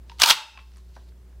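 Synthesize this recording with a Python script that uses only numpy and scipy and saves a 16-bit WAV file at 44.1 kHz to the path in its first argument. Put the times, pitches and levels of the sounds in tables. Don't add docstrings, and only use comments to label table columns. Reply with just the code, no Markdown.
import sys
import numpy as np
from scipy import signal
from scipy.fft import rfft, irfft, next_fast_len
from scipy.io import wavfile
from scipy.ndimage import map_coordinates

SR = 44100
rng = np.random.default_rng(int(sys.argv[2]) if len(sys.argv) > 2 else 0)


def transcribe(signal):
    frames = np.atleast_2d(signal).T
    limited = np.clip(frames, -1, 1)
    pcm = np.round(limited * 32767).astype(np.int16)
    wavfile.write(sys.argv[1], SR, pcm)


def boost(x):
    u = np.asarray(x, float) / 20
    return 10 ** u


N = 61739

# [t/s, level/dB, ring f/Hz, t60/s]
KNOCKS = [(0.184, -39.5, 3970, 0.036), (0.1927, -29, 2500, .03), (0.1986, -18, 7360, .015),
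          (.2180, 3, 5100, .014), (0.221, -9.5, 3300, .016), (0.2334, 1.5, 4000, .013),
          (0.2366, 0.5, 3100, .013), (0.2395, -5.5, 3600, .008), (.2595, -7.5, 4600, .02),
          (0.2784, -11.5, 4200, .025), (0.286, -11, 6500, .025), (.2980, -2.5, 4500, .012),
          (0.3015, -1, 3800, 0.023), (0.3047, -4, 4300, .018), (0.3087, 2.5, 3000, .016)]
# [t/s, level/dB, ring f/Hz, t60/s, hollow level/dB]
TAPS = [(0.0969, -33, 3600, .009, -10), (.1165, -41, 3700, 0.014, 1.5), (0.5738, -34, 2470, 0.022, -7),
        (.5878, -40, 2610, 0.052, -10), (.7175, -52.5, 4500, .015, -20), (.7365, -52.5, 5600, .015, -25),
        (.7590, -49, 5010, 0.017, -12), (.7690, -46.5, 8500, 0.018, -12), (.7805, -49.5, 6000, .025, -9),
        (.9640, -39.5, 720, 0.05, -6), (1.1204, -60, 1508, .02, -8.5), (1.326, -60.5, 1500, .02, -9.5)]
# [t/s, level/dB]
SCRAPE = [(.193, -50), (.2, -25), (.23, -23), (.245, -19), (.27, -20), (.295, -16), (.313, -20),
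          (.33, -26.5), (.345, -50)]
# [t/s, level/dB]
RUSTLE = [(.06, -85), (.095, -65), (.13, -62), (.16, -67), (.185, -63.5), (.2, -90), (.56, -90), (.6, -61),
          (.66, -69.5), (.77, -65.5), (.85, -72), (.93, -67.5), (.96, -62), (1.0, -69.5), (1.05, -72.5),
          (1.095, -64), (1.11, -97)]
# [t/s, level/dB]
GAIN = [
    (.2, 0.5),
    (.222, -3.5),
    (.25, -17.5),
    (.35, -26.5),
    (.376, -22.5),
    (.46, -16),
    (.568, -5),
    (.65, -3.5),
    (.98, -0.5),
]
# [t/s, f/Hz]
TUBE_PITCH = [(.1, 946), (.22, 1014), (.28, 930), (.4, 930), (.57, 1080), (.96, 1050)]
# [f/Hz, level/dB per Hz]
STEEL = [(88, -51.5), (200, -23.5), (500, -19), (700, -8.5), (1400, -2), (1900, -9), (3300, 0), (5200, -6),
         (7000, -11.5), (15500, -18.5)]
# [f/Hz, level/dB per Hz]
POLYMER = [(100, -41), (400, -12.5), (700, -1), (1400, 0.5), (2500, -2), (4500, -6), (7000, -16.5),
           (16000, -24)]
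# [f/Hz, level/dB per Hz]
CLOTH = [(800, -15.5), (2500, -6.5), (4300, -1), (7000, -11), (14000, -22)]
# [f/Hz, level/dB, t60/s]
RECEIVER = [(882, -49, 0.37), (2660, -47.5, 0.37), (3700, -44, .3), (5100, -59.5, .4)]
# [f/Hz, rms level/dB, phase/rad]
HUM = [(60.2, -45, 2.1), (118, -66.5, 1.0), (181.5, -68, 0.89), (372, -71, 1.2)]
# [f/Hz, level/dB per Hz]
AIR = [(30, 2.5), (90, -3), (160, 1), (400, -5), (600, -10), (1200, -16), (3000, -23.5), (6000, -27.5),
       (16000, -40.5)]
# [f/Hz, t60/s]
ROOM_DECAY = [(200, 0.26), (800, .25), (2000, .23), (4000, .21), (8000, .2), (14000, 0.12)]

TUBE_WIDTH_HZ = 60
SLAM_S = 0.308


def unit(x):
    return x / np.sqrt(np.mean(x ** 2) + 1e-20)


def peak(x):
    return x / np.abs(x).max()


def along(points, hz):
    f, v = np.transpose(points)
    return np.interp(np.log(hz + 1), np.log(f + 1), v)


def curve(rows, s=None):
    return np.interp(np.arange(N) / SR if s is None else s, *np.transpose(rows))


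def wobble(rate):
    knots = rng.standard_normal(int(N * rate / SR) + 4)
    return map_coordinates(knots, [np.arange(N) * rate / SR])


def filtered(x, response):
    n = x.shape[-1]
    m = next_fast_len(n + 8192)
    return irfft(rfft(x, m) * response(np.fft.rfftfreq(m, 1 / SR)), m)[..., :n]


def coloured(x, colour):
    return filtered(x, lambda f: boost(along(colour, f)))


def resonance(hz, width_hz):
    return lambda f: 1j * f * width_hz / (hz * hz - f * f + 1j * f * width_hz)


def stereo(mid, side, side_db):
    return mid + boost(side_db) * np.array([side, -side])


def mains_hum():
    t = np.arange(N) / SR
    hum = 0
    for hz, db, phase in HUM:
        level = boost(db + 1.53 * wobble(12))
        hum = hum + np.sqrt(2) * level * np.sin(2 * np.pi * hz * t + phase)
    return hum


def room_air():
    air_db = -61.5
    rumble = unit(filtered(rng.standard_normal(N), lambda f: resonance(67.6, 40)(f) ** 2))
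    noise = rng.standard_normal((2, N))
    mid, side = unit(filtered(noise, lambda f: boost(along(AIR, f)) * (f > 22)))
    mid = boost(-59.5) * rumble + boost(air_db + 0.8 * wobble(17)) * mid
    return stereo(mid, side, air_db - 15)


def room(x):
    hz, t, z = signal.stft(rng.standard_normal((2, SR)), SR, nperseg=256)
    fall_db = -60 * t / along(ROOM_DECAY, hz)[:, None]
    next_room = boost(-26.5 + fall_db / 2.2)
    tail = signal.istft(z * (boost(fall_db) + next_room), SR, nperseg=256)[1]
    tail = tail / np.linalg.norm(tail[0])
    late = np.pad(x, (300, 0))[None]
    mid, side = signal.fftconvolve(late, tail, axes=1)[:, :N]
    return boost(-11) * stereo(mid, side, -18)


def sleeve():
    grains = rng.standard_normal(N) * boost(1.8 * wobble(900) + 1.6 * wobble(60))
    return boost(curve(RUSTLE)) * unit(coloured(grains, CLOTH))


def receiver():
    t = np.arange(N) / SR - SLAM_S
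    ring = 0
    for hz, db, t60 in RECEIVER:
        mode = resonance(hz, 50 * hz / 1500)
        tone = unit(filtered(rng.standard_normal(N), lambda f: mode(f) ** 2))
        ring = ring + boost(db - 60 * np.abs(t) / t60) * tone
    wash = filtered(rng.standard_normal(N), lambda f: boost(along(STEEL, f)) / (1 + (f / 8000) ** 2))
    ring = ring + boost(-32.5 - 60 * np.abs(t) / 0.24) * unit(wash)
    return boost(12 - curve(GAIN, SLAM_S)) * ring * (t > 0)


def strike(s, db, hz, t60, hollow_db, crack_db, colour, reach):
    rise_s, ring_q, tube_t60 = 0.0006, 2.6, 0.021
    t = np.arange(SR // 12) / SR
    a, b, c = rng.standard_normal((3, len(t))) * (1 - np.exp(-t / rise_s))
    fall = boost(-60 * t / t60)
    broad, narrow = resonance(hz, hz / ring_q), resonance(hz, hz)
    cavity = resonance(curve(TUBE_PITCH, s), TUBE_WIDTH_HZ)
    ring = peak(filtered(a * fall, lambda f: broad(f) * narrow(f) ** 2))
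    crack = peak(filtered(b * fall, lambda f: boost(along(colour, f)) / (1 + (f / (reach * hz)) ** 4)))
    tube = peak(filtered(c * boost(-60 * t / tube_t60), lambda f: cavity(f) / (1 + 1j * f / 2000) ** 2))
    onset = np.sin(np.clip(t / rise_s, 0, np.pi / 2)) ** 2
    hit = 0.64 * ring + boost(crack_db) * crack * onset + boost(hollow_db) * tube
    hit = boost(db - curve(GAIN, s)) * hit
    return np.pad(hit, (round(s * SR), N))[:N]


def taps():
    return sum(strike(*row, -2.5, POLYMER, 2.3) for row in TAPS)


def slide_scrape():
    grains = rng.standard_normal(N) * boost(4 * wobble(2500) + 2.5 * wobble(250))
    level = curve(SCRAPE)
    grains = grains * boost(level - curve(GAIN)) * (level > SCRAPE[0][1])
    cavity = resonance(curve(TUBE_PITCH, SLAM_S), TUBE_WIDTH_HZ)
    scrape = unit(coloured(grains, STEEL)) + boost(-9.5) * unit(filtered(grains, cavity))
    return 0.7 * grains.std() * scrape


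def slam_thump():
    thump_hz = 110
    u = np.clip(np.arange(N) / SR - SLAM_S, 0, None) * thump_hz * 2 * np.pi
    return boost(-25.5 - curve(GAIN, SLAM_S)) * u * (2 - u) * np.exp(-u)


def steel_knocks():
    return sum(strike(*row, -21, -3, STEEL, 9) for row in KNOCKS)


def scene():
    near = steel_knocks() + taps() + slide_scrape() + slam_thump() + sleeve()
    return near + room(near) + mains_hum() + room_air() + receiver()


def low_pass(x):
    return signal.sosfilt(signal.butter(12, 16470, fs=SR, output="sos"), x)


def record(dry):
    noise = rng.standard_normal((2, N))
    mid, side = unit(filtered(noise, lambda f: np.clip(f, 1500, None) ** -0.2 * (f > 300)))
    x = dry * boost(curve(GAIN)) + boost(-72) * stereo(mid, side, -4.5)
    clip_top, hardness = 0.99, 8
    x = x / (1 + np.abs(x / clip_top) ** hardness) ** (1 / hardness)
    x = filtered(x, lambda f: np.clip((16200 - f) / 700, 0, 1))
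    return low_pass(x)


dry = scene()
out = record(dry)
transcribe(out)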